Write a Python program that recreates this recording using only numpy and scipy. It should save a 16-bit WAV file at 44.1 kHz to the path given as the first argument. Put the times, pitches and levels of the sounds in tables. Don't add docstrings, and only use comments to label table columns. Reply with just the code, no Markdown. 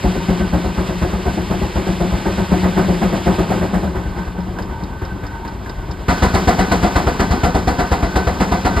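import sys
import numpy as np
from scipy import signal
from scipy.fft import rfft, irfft
from scipy.io import wavfile
from scipy.ndimage import uniform_filter1d

SR = 44100
rng = np.random.default_rng(int(sys.argv[2]) if len(sys.argv) > 2 else 0)


def to_wav(s):
    ch = np.atleast_2d(s).T
    pcm = np.round(np.clip(ch, -1, 1) * 32767)
    wavfile.write(sys.argv[1], SR, pcm.astype(np.int16))


N = 388080
TIME = np.arange(N) / SR
FREQS = np.fft.rfftfreq(N, 1 / SR)

MOVE_S = 6.083
WORKING_DB, LIGHT_DB = -8, -22
LIGHT_RING_SHARE = 0.61
BITE_HZ, BITE_OCTAVES = 1600, 1
BARK_ALIKE = .4
SIDE_TAIL_DB, SIDE_TAIL_S = -8, 0.045
TEETH_PER_TURN, CHATTER_DB = 8.1, 1
LOW_SING_HZ, HIGH_SING_HZ = 922, 1514
SING_WAVER = .008
TICK_BOUNCE_S, TICK_BOUNCE_DB = .007, -13
CUTOFF_HZ = 15700

# start in seconds, blast in dB, deep thump in dB,
# stack note in dB, extra bite in dB, swell time as a multiple of the usual, throat pitch in Hz.
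BEATS = [(0.043, -7.5, -20, -6.0, -2, 0.6, 835), (0.156, -12.5, -25, -11, -7, 1.0, 652),
         (0.286, -8.5, -25.5, -5, 0, 0.9, 694), (0.4, -15.5, -23, -6, 2.3, 1.1, 705),
         (0.531, -8, -21.0, -9.5, -1.5, 0.8, 833), (0.644, -12, -23.0, -17, -4, 0.7, 720),
         (0.775, -11, -23.0, -10.5, 0.5, 1.5, 620), (0.887, -14, -36.0, -10, -4, 1.1, 722),
         (1.017, -8.7, -22, -16, -0.5, 1.4, 650), (1.13, -13.7, -23.5, -12, -1, 1.1, 830),
         (1.26, -9.4, -20.5, -13, -3.5, 1.0, 704), (1.375, -13.5, -25.0, -16, -0.5, 0.7, 635),
         (1.505, -8.5, -24.5, -34, -1, 1.1, 730), (1.619, -12.5, -23, -13, -4, 0.6, 815),
         (1.754, -11, -21, -24, 2.5, 1.7, 625), (1.872, -10, -24.5, -8, -1.9, 0.8, 710),
         (2.005, -7.8, -29, -6, -2.5, 0.8, 735), (2.123, -10.5, -18, -14.0, -3, 1.0, 627),
         (2.259, -7, -26, -19, -0.8, 1.0, 856), (2.379, -10.5, -23, -8.5, 1, 1.0, 661),
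         (2.517, -6, -23, -5.5, -1, 0.9, 694), (2.631, -7.5, -23, -6.5, 2.5, 1.8, 710),
         (2.768, -6, -23, -6.0, 3.5, 1.8, 780), (2.883, -8.5, -20.5, -10.0, -1, 1.3, 630),
         (3.017, -5.5, -29, -7, 0.5, 1.4, 793), (3.13, -9, -42, -14, 0, 0.8, 644),
         (3.263, -5, -27.5, -7, -0.5, 1.6, 728), (3.387, -6.5, -23, -14.0, -0.1, 0.7, 624),
         (3.506, -5, -29, -15, -2, 0.7, 770), (3.612, -11.5, -24.0, -13.0, 2.5, 1.8, 625),
         (3.733, -8, -40.0, -11.0, 0, 1.8, 648), (3.836, -12, -25, -15, -3, 0.6, 645),
         (3.954, -15, -22.0, -20, 2.5, 1, 720), (4.055, -25.5, -21.0, -26.0, 3, 1, 710),
         (4.167, -18.5, -25, -15.0, 5, 1, 730), (4.267, -33, -23.5, -23, 9, 1, 715),
         (4.381, -23, -32, -11.5, 5, 1, 720), (4.479, -24, -24.5, -30, 0, 1, 720),
         (4.594, -22, -32, -35, -6, 1, 720), (4.691, -25.5, -26.5, -38, 5, 1, 720),
         (4.805, -23.5, -33, -20.5, 2, 1, 720), (4.903, -37, -24.5, -25.5, 0, 1, 726),
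         (5.02, -22.5, -25.0, -32.5, 7.5, 1, 720), (5.119, -34, -25, -26, 5, 1, 716),
         (5.231, -26.5, -24, -43, 12, 1, 722), (5.333, -31.6, -29.0, -34.0, 0, 1, 736),
         (5.451, -26, -31, -35.0, 9, 1, 706), (5.55, -35.4, -34, -44, 0, 1, 720),
         (5.664, -31, -29, -37, 3, 1, 726), (5.766, -29, -24.5, -33.0, 0, 1, 720),
         (5.882, -23, -25.5, -41, 4, 1, 720), (5.988, -42, -26.5, -34.0, 0, 1, 720),
         (6.084, -5.5, -17.5, -15, 2.5, 1.0, 715), (6.223, -4.5, -15.5, -11.5, 2, 1.0, 752),
         (6.339, -4.5, -18.0, -13, -1, 1.6, 767), (6.473, -3.0, -17, -19, 0, 1.4, 737),
         (6.586, -5.5, -19, -10, 0.9, 1.3, 740), (6.715, -3.5, -20.5, -35, -0.5, 0.6, 735),
         (6.828, -5.5, -19.5, -11.5, -0.5, 1.0, 696), (6.956, -5, -18.5, -34, 1, 0.8, 742),
         (7.067, -7.5, -17, -26, -0.1, 1.0, 695), (7.197, -4.5, -21, -31, 0.2, 0.7, 690),
         (7.306, -7.5, -18.0, -28, -2, 1.1, 810), (7.435, -4, -18.5, -12, -1, 0.7, 715),
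         (7.545, -6.9, -18.5, -29, -4, 1.2, 775), (7.674, -5, -18, -23, -2.8, 0.7, 720),
         (7.786, -7, -22.5, -14, 0, 1.5, 715), (7.915, -6.0, -17.5, -31, -0.5, 1.2, 715),
         (8.027, -9.5, -18, -39, 0.5, 0.6, 676), (8.157, -4.9, -17, -23, -1.5, 0.6, 742),
         (8.27, -9, -17, -25, 0, 0.7, 700), (8.402, -5, -21, -16, -1, 0.9, 729),
         (8.516, -7, -20, -34, -1, 0.9, 750), (8.648, -5.5, -20.5, -21.5, -0.9, 1.2, 733),
         (8.764, -9, -19, -18, 2, 1.2, 670)]
# frequency in Hz, relative level in dB.
REAR_JET_SPECTRUM = [(30, 6.5), (70, 5), (135, 1.5), (260, -2), (330, 9.5), (450, -5), (600, -1.5),
                     (820, -5.5), (1200, -12), (1420, -13), (2000, -15), (3000, -42), (6000, -35),
                     (15000, -43)]
SIDE_JET_SPECTRUM = [(30, 4.5), (80, 2), (145, -4), (260, 4), (480, -2.5), (600, -2), (950, -2),
                     (1400, -6.5), (1800, -11), (2600, -19.5), (5000, -23), (15000, -44)]
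# frequency in Hz, width in Hz, relative power in dB.
REAR_STACK_MODES = [(197.3, 15.5, 2), (310, 19, -20), (375.2, 15, -1.5), (530, 57, -4.5), (632, 17, -10.5),
                    (715, 19, -8.5), (817, 21, -9.5), (1067, 39, -15), (1250, 65, -14.5),
                    (2130, 180, -23.5)]
SIDE_STACK_MODES = [(194, 12, -3.5), (306, 19, -8.5), (392, 27, -7.5), (488, 11, -8.5), (725, 43, -2.5),
                    (880, 30, -17), (980, 36, -9), (1200, 69, -12), (1376, 20, -12.5), (1496, 20, -11),
                    (1740, 40, -19), (2000, 91, -13)]
# frequency in Hz, level in dB,
# 60 dB decay in seconds.
REAR_THUMP_MODES = [(62.7, 14, 0.16), (106, 3.5, 0.27)]
SIDE_THUMP_MODES = [(67.4, 11.4, 0.11), (89.6, 3.8, 0.073), (37, 1, 0.079)]
REAR_NOTE_MODES = [(180.9, -2.5, 0.38), (198.5, 8, 0.078)]
SIDE_NOTE_MODES = [(187, 1, 0.23)]
# frequency in Hz, width in Hz, relative power in dB.
HUM_MODES = [(173.8, 7.6, -2), (193.5, 3.8, -3), (373.2, 9.1, -9)]
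# delay in seconds, level in dB.
REAR_ECHO_PATHS = [(.0032, -16.5), (.0056, -8), (.0195, -5)]
SIDE_ECHO_PATHS = [(.00405, -10.5), (.0123, -10)]
# frequency in Hz, relative level in dB.
SPRAY_SPECTRUM = [(1500, -1.5), (2600, -10), (4000, 4), (5800, -1), (8000, -6), (11000, -10), (15000, -35)]
# frequency in Hz, width in Hz, relative power in dB.
LOW_RING_MODES = [(854, 14, 3.5), (910, 9.9, -2), (990, 70, 5.5)]
HIGH_RING_MODES = [(1534, 31, 4), (1970, 39, -9)]
# time in seconds, level in dB.
VALVE_TICKS = [(4.186, -43), (4.404, -45), (4.587, -44), (4.622, -37), (4.836, -38), (5.05, -39),
               (5.265, -39), (5.478, -39), (5.694, -35.5), (5.911, -35)]
# time in seconds, level in dB.
BEARING_KNOCKS = [(4.276, -29), (4.586, -22.5), (5.017, -27.5), (5.235, -29), (5.449, -26.5), (5.66, -27),
                  (5.971, -35)]
# frequency in Hz, width in Hz, relative power in dB.
VALVE_MODES = [(3400, 300, -10), (3740, 190, 12), (4430, 270, 10), (5100, 400, 16), (7400, 1500, -16),
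               (12500, 2000, -52)]
FRAME_MODES = [(296, 26, 3), (467, 64, 0.5), (667, 90, -6), (1000, 130, 0.5), (1630, 130, -3.5),
               (1980, 88, -13)]
# middle in seconds, length in seconds, mean pitch in Hz, level in dB.
RUB_EVENTS = [(0.218, .08, 915, -30), (0.426, 0.061, 1530, -29), (4.287, .1, 1510, -40),
              (4.41, .1, 950, -35), (4.74, .11, 1490, -37), (4.75, .13, 870, -34), (4.76, .26, 933, -34),
              (5.025, 0.06, 1520, -44), (5.117, 0.092, 1535, -34.5), (5.28, .16, 1522, -39),
              (5.465, 0.12, 914, -31.5), (5.493, .08, 1522, -44), (5.842, 0.084, 1490, -42.5),
              (5.897, 0.13, 940, -37)]
# time in seconds, level in dB.
REAR_GLAND_LEVELS = [(0, -33.5), (0.7, -35.5), (1.9, -34.5), (2.8, -33), (3.5, -34), (4, -43), (4.9, -46.5),
                     (6.07, -45)]
SIDE_GLAND_LEVELS = [(6.1, -26.5), (6.9, -27.5), (7.7, -30.5), (8.8, -30)]
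# frequency in Hz, relative level in dB.
REAR_LEAK_SPECTRUM = [(600, 4), (1300, 4), (2100, 6), (2800, 4), (4200, 0), (5500, -3), (7000, -8),
                      (9000, -9.5), (12000, -17), (15500, -23)]
SIDE_LEAK_SPECTRUM = [(600, 7), (1300, 7.5), (2100, 2), (2800, -0.5), (4200, -1.5), (5800, -3), (7500, -10),
                      (10000, -14.5), (12000, -17), (15500, -19)]
RUMBLE_SPECTRUM = [(100, 7.5), (140, 0.5), (185, 8.5), (250, 0), (370, 2.5), (520, -7), (800, -6),
                   (1200, -9.5), (2500, -45)]
BOOM_SPECTRUM = [(20, -3), (35, 4), (58, 5.5), (90, 4.5), (140, -7), (300, -49)]
HISS_SPECTRUM = [(1000, 14), (2000, 13), (2800, -22), (4000, 0), (5500, -22), (7000, -21), (9000, -25),
                 (11500, -17), (13000, -21), (15500, -16)]
# frequency in Hz, width in Hz, relative power in dB.
WHISTLE_MODES = [(13200, 350, 0)]
# frequency in Hz, left minus right in dB,
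# turns of phase by which left leads, diffuse sound in dB.
REAR_PATH = [(30, 1, 0.012, 0), (170, 3, -0.03, 4), (370, 3, -0.067, 2), (700, .5, -0.093, 1),
             (1250, -5, -0.04, 2), (1500, -2.5, 0.013, 3), (1900, -1, 0.035, 2), (2740, 2.5, 0.032, -15.5)]
SIDE_PATH = [(30, 0, .02, 0), (200, 3.5, 0.00095, 8), (480, 1, -0.064, 3), (600, 2.5, -0.1, -10),
             (1300, -4, -0.15, -8), (1650, 2, -0.12, 2.5), (2050, 4.5, -0.066, 1),
             (2510, -3.5, -0.067, 5.5), (2950, 4.5, 0, -7)]
TREBLE_PATH = (3600, 0, 0, 0)
# frequency in Hz, left-right likeness from 0 to 1.
STEREO_LIKENESS = [(60, 1), (300, .99), (800, .94), (1100, .82), (1400, .55), (1800, .45), (2400, .72),
                   (3000, .99), (3500, 1), (4700, 1), (5200, .82), (5700, 1), (7400, 1), (7800, .72),
                   (9200, .72), (9600, 1), (10200, 1), (10600, .62), (11500, .62), (11900, 1), (13000, 1),
                   (13400, .5), (14400, 1)]
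# frequency in Hz, turns of phase by which left leads.
STEREO_LEAD = [(4700, 0), (5180, -.08), (5600, -.5), (6650, -.5), (6800, -1), (7500, -1), (9500, -.5),
               (10300, -.5), (11800, 0), (13000, 0), (14100, .5)]


def from_footplate(beats):
    start_s, blast_db, thump_db, note_db = beats[:4]
    colour = spectrum(REAR_JET_SPECTRUM) * reflections(REAR_ECHO_PATHS)
    chuff = exhaust(beats, colour, REAR_STACK_MODES, jet_db=-11.0, lead_s=0.0077, rise_s=0.0062,
                    decay_s=0.036, stack_db=-10.5, stack_rise_s=0.01, stack_decay_s=0.044,
                    wash_db=-19.0, wash_decay_s=0.061, dull_hz=2000, rough_db=1.0)
    front = bark(beats, colour, level_db=-20.0, low_hz=400, lead_s=0.0033, rise_s=0.011, decay_s=0.037)
    lengths = np.interp(blast_db, [LIGHT_DB, WORKING_DB], [LIGHT_RING_SHARE, 1])
    thump = swings(start_s - .001, thump_db, REAR_THUMP_MODES, rise_s=0.0043, detune=0.09, lengths=lengths)
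    note = swings(start_s - .004, note_db, REAR_NOTE_MODES, rise_s=0.015, detune=0.01)
    hum = noise(resonances(HUM_MODES)) * bursts(start_s, blast_db - 18.5, rise_s=0.008, decay_s=0.13)
    hoot = throat(beats, level_db=-17.0, rise_s=.008, decay_s=.028, waver=0.0508)
    return bite(chuff + front, beats) + hoot + thump + note + hum


def from_flywheel(beats):
    start_s, blast_db, thump_db, note_db = beats[:4]
    spray_db = np.interp(start_s, TIME, in_time(SIDE_GLAND_LEVELS)[0]) + 1.23 * blast_db
    echoes = reflections(SIDE_ECHO_PATHS)
    colour = spectrum(SIDE_JET_SPECTRUM) * echoes
    chuff = exhaust(beats, colour, SIDE_STACK_MODES, jet_db=-10.0, lead_s=0.0052, rise_s=0.0087,
                    decay_s=0.025, stack_db=-10.0, stack_rise_s=0.014, stack_decay_s=0.03,
                    wash_db=-16.5, wash_decay_s=0.037, dull_hz=2500, rough_db=1)
    front = bark(beats, colour, level_db=-18, low_hz=347, lead_s=.003, rise_s=0.0038, decay_s=0.029)
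    spray_shape = bursts(start_s - .002, spray_db + 5.0, rise_s=0.01, decay_s=0.02)
    spray = noise(spectrum(SPRAY_SPECTRUM) * echoes) * spray_shape * flutter(120, 2.4)
    tail_shape = bursts(start_s + .02, spray_db + SIDE_TAIL_DB, rise_s=0.012, decay_s=SIDE_TAIL_S)
    tail = noise(spectrum(SPRAY_SPECTRUM)) * tail_shape * flutter(90, 3.5)
    thump = -swings(start_s - .001, thump_db, SIDE_THUMP_MODES, rise_s=0.0011, detune=0.035)
    thump_echo = from_db(-14.0) * np.interp(TIME - .044, TIME, thump)
    bark_echo = from_db(-13.5) * np.interp(TIME - .04, TIME, front)
    note = swings(start_s, note_db, SIDE_NOTE_MODES, rise_s=0.012, detune=0.013)
    hum = noise(resonances(HUM_MODES)) * bursts(start_s, blast_db - 21.0, rise_s=0.02, decay_s=0.088)
    hoot = throat(beats, level_db=-12, rise_s=0.0062, decay_s=0.033, waver=0.0498)
    steam = bite(chuff + front + bark_echo, beats) + hoot + spray + tail
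    return steam + thump + thump_echo + note + hum


def exhaust(beats, colour, stack, jet_db, lead_s, rise_s, decay_s, stack_db, stack_rise_s, stack_decay_s,
            wash_db, wash_decay_s, dull_hz, rough_db):
    start_s, blast_db, swell = beats[[0, 1, 5]]
    start_s = start_s - lead_s
    jet_shape = bursts(start_s, blast_db + jet_db, rise_s * swell, decay_s)
    jet = noise(colour) * jet_shape * flutter(190, rough_db)
    pipe_shape = bursts(start_s, blast_db + stack_db, stack_rise_s * swell, stack_decay_s)
    pipe = noise(resonances(stack)) * pipe_shape
    dull_colour = colour / np.hypot(1, FREQS / dull_hz)
    wash = noise(dull_colour) * bursts(start_s, blast_db + wash_db, 0.039, wash_decay_s)
    return jet + pipe + wash


def bark(beats, colour, level_db, low_hz, lead_s, rise_s, decay_s):
    start_s, blast_db, swell = beats[[0, 1, 5]]
    start_s = start_s - lead_s
    thinned = colour * FREQS ** 2 / (FREQS ** 2 + low_hz ** 2)
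    fresh, shared = noise(thinned)[0], noise(thinned)[0]
    grain = shared * bursts([0], [level_db], rise_s, decay_s)
    repeated = np.zeros(N)
    for s, db in zip(start_s, blast_db):
        add(repeated, s, from_db(db) * grain[:SR // 2])
    varied = fresh * bursts(start_s, blast_db + level_db, rise_s * swell, decay_s)
    return np.sqrt(BARK_ALIKE) * repeated + np.sqrt(1 - BARK_ALIKE) * varied


def bite(x, beats):
    band = np.exp(-(np.log2((FREQS + 1) / BITE_HZ) / BITE_OCTAVES) ** 2)
    extra = from_db(per_beat(beats, beats[4])) - 1
    return x + extra * irfft(rfft(x) * band, N)


def throat(beats, level_db, rise_s, decay_s, waver):
    hz = per_beat(beats, beats[6]) * (1 + waver * wander(109.4))
    tone = np.sin(2 * np.pi * np.cumsum(hz) / SR)
    return tone * bursts(beats[0], beats[1] + level_db, rise_s, decay_s) * rms_one(flutter(120, 3.7))


def swings(times, levels_db, modes, rise_s, detune, lengths=1):
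    t, out = TIME[:SR // 2], np.zeros(N)
    lengths = lengths * np.ones(len(times))
    chances = rng.standard_normal((len(times), len(modes)))
    for s, db, length, chance in zip(times, levels_db, lengths, chances):
        ring = 0
        for (hz, mode_db, t60_s), c in zip(modes, chance):
            decay = from_db(mode_db - 60 * t / (t60_s * length))
            ring = ring + decay * np.sin(2 * np.pi * hz * (1 + detune * c) * t)
        add(out, s, from_db(db) * ring * (1 - np.exp(-(t / rise_s) ** 2)))
    return out


def clatter():
    tick_s, tick_db = np.transpose(VALVE_TICKS)
    snaps = bursts(tick_s, tick_db, rise_s=0.001, decay_s=0.0062)
    bounces = bursts(tick_s + TICK_BOUNCE_S, tick_db + TICK_BOUNCE_DB, rise_s=.001, decay_s=0.009)
    jogs = bursts(tick_s, tick_db + 1.0, rise_s=.002, decay_s=0.011)
    knocks = bursts(*np.transpose(BEARING_KNOCKS), rise_s=0.00055, decay_s=0.018)
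    gear = noise(resonances(VALVE_MODES)) * (snaps + bounces)
    return gear + noise(resonances(FRAME_MODES)) * (jogs + knocks)


def ironwork(beats, low_db, high_db, sing_db, ring_per_blast, steady_db, decay_s):
    ring_db = ring_per_blast * (beats[1] - WORKING_DB)
    shaken = from_db(steady_db) + bursts(beats[0], ring_db, rise_s=0.0071, decay_s=decay_s)
    chatter = from_db(CHATTER_DB * np.cos(2 * np.pi * TEETH_PER_TURN * crank(beats)))
    low = rms_one(noise(resonances(LOW_RING_MODES)) + from_db(sing_db) * sing(LOW_SING_HZ))
    high = rms_one(noise(resonances(HIGH_RING_MODES)) + from_db(sing_db) * sing(HIGH_SING_HZ))
    return (from_db(low_db) * low + from_db(high_db) * high) * shaken * chatter * flutter(10.5, 2.7)


def sing(hz):
    phase = 2 * np.pi * np.cumsum(hz * (1 + SING_WAVER * wander(14.43))) / SR
    return rms_one(np.sin(phase) * flutter(6.6, 2.8))


def squeals(waver, rough_db):
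    out, clock_s = np.zeros(N), np.cumsum(1 + waver * wander(35)) / SR
    for s, length_s, hz, db in RUB_EVENTS:
        on = abs(TIME - s) < length_s / 2
        swell = np.cos(np.pi * (TIME[on] - s) / length_s)
        out[on] += from_db(db) * swell * np.sin(2 * np.pi * hz * clock_s[on])
    return out * rms_one(flutter(45, rough_db))


def machinery(glands, beats, leak_spectrum, leak_db, rumble_db, rumble_per_effort, boom_db, boom_per_effort,
              stroke_db):
    load_db = np.interp(TIME, beats[0], uniform_filter1d(beats[1], size=2)) - WORKING_DB
    pressure_db = stroke_db * np.cos(2 * np.pi * (crank(beats) - .35))
    leak_gain = from_db(in_time(glands)[0] + leak_db + pressure_db)
    leak = leak_gain * noise(spectrum(leak_spectrum)) * flutter(20, 0.9)
    rumble_gain = from_db(rumble_db + rumble_per_effort * load_db)
    rumble = rumble_gain * noise(spectrum(RUMBLE_SPECTRUM)) * flutter(29, 2.06)
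    boom = from_db(boom_db + boom_per_effort * load_db) * noise(spectrum(BOOM_SPECTRUM))
    return leak + rumble + boom


def boiler_hiss():
    hiss = from_db(-47.0) * noise(spectrum(HISS_SPECTRUM))
    return hiss + from_db(-67) * noise(resonances(WHISTLE_MODES))


def from_db(db):
    return 10 ** (np.asarray(db) / 20)


def rms_one(x):
    return x / np.sqrt(np.mean(x ** 2) + 1e-20)


def in_time(rows):
    s, *columns = np.transpose(rows)
    return [np.interp(TIME, s, c) for c in columns]


def over_hz(points):
    hz, value = np.transpose(points)
    return np.interp(np.log(FREQS + 1), np.log(hz), value)


def spectrum(points):
    return from_db(over_hz(points))


def resonances(modes):
    power = 0
    for hz, width_hz, db in modes:
        offset = (FREQS ** 2 - hz ** 2) / (width_hz * (FREQS + 1))
        power = power + from_db(db) ** 2 / width_hz / (1 + offset ** 2)
    return np.sqrt(power)


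def reflections(paths):
    return abs(1 + sum(from_db(db) * np.exp(-2j * np.pi * FREQS * delay_s) for delay_s, db in paths))


def noise(gain):
    mid, side = rfft(rng.standard_normal((2, N)))
    alike = np.clip(over_hz(STEREO_LIKENESS), 0, 1)
    pair = np.sqrt(1 + alike) * mid + np.sqrt(1 - alike) * side * [[1], [-1]]
    return rms_one(irfft(gain * pair, N))


def wander(rate_hz):
    return rms_one(irfft(rfft(rng.standard_normal(N)) / (1 + (FREQS / rate_hz) ** 2), N))


def flutter(rate_hz, depth_db):
    return from_db(depth_db * wander(rate_hz))


def add(out, s, sound):
    start = max(round(s * SR), 0)
    out[start:start + len(sound)] += sound[:N - start]


def bursts(times, levels_db, rise_s, decay_s):
    t, out = TIME[:SR // 2], np.zeros(N)
    for s, db, opening_s in zip(times, levels_db, rise_s * np.ones(len(times))):
        shape = (1 - np.exp(-(t / opening_s) ** 2)) * np.exp(-t / decay_s)
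        add(out, s, from_db(db) * shape / shape.max())
    return out


def per_beat(beats, values):
    return values[np.maximum(np.searchsorted(beats[0] - .012, TIME) - 1, 0)]


def crank(beats):
    return np.interp(TIME, beats[0], np.arange(len(beats[0])) / 2)


def steer(x, balance_db, turns):
    sides = np.array([[1], [-1]]) / 2
    return irfft(rfft(x) * from_db(sides * balance_db) * np.exp(2j * np.pi * sides * turns), N)


def arriving(x, path):
    hz, *columns = np.transpose([*path, TREBLE_PATH])
    balance_db, turns, diffuse_db = (over_hz(np.c_[hz, c]) for c in columns)
    direct = x.mean(axis=0)
    diffuse = irfft(rfft(x - direct) * from_db(diffuse_db), N)
    return steer(direct + diffuse, balance_db, turns)


def behind():
    beats = np.transpose([row for row in BEATS if row[0] < MOVE_S - .05])
    bed = machinery(REAR_GLAND_LEVELS, beats, REAR_LEAK_SPECTRUM, leak_db=1.0, rumble_db=-28.0,
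                    rumble_per_effort=0.15, boom_db=-31.5, boom_per_effort=0.074, stroke_db=0.45)
    iron = ironwork(beats, low_db=-42.5, high_db=-45.0, sing_db=-4, ring_per_blast=0.75,
                    steady_db=-1.5, decay_s=0.069)
    rubbing = squeals(waver=.009, rough_db=2.5)
    return arriving(from_footplate(beats) + bed + iron + rubbing + clatter(), REAR_PATH)


def beside():
    beats = np.transpose([row for row in BEATS if row[0] > MOVE_S - .05])
    bed = machinery(SIDE_GLAND_LEVELS, beats, SIDE_LEAK_SPECTRUM, leak_db=-2.6, rumble_db=-27.5,
                    rumble_per_effort=0.64, boom_db=-48.0, boom_per_effort=0.86, stroke_db=0.0)
    iron = ironwork(beats, low_db=-43, high_db=-43.5, sing_db=2.5, ring_per_blast=0.9,
                    steady_db=0.5, decay_s=0.076)
    return arriving(from_flywheel(beats) + bed + iron, SIDE_PATH)


def scene():
    return np.where(TIME < MOVE_S, behind(), beside()) + boiler_hiss()


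def record(dry):
    pair = steer(dry, 0, np.interp(FREQS, *np.transpose(STEREO_LEAD)))
    pair = signal.sosfilt(signal.butter(6, 33, "high", fs=SR, output="sos"), pair)
    pair = 1.178 * np.tanh(pair / 1.084)
    return signal.sosfilt(signal.ellip(12, .1, 90, CUTOFF_HZ, fs=SR, output="sos"), pair)


dry = scene()
out = record(dry)
to_wav(out)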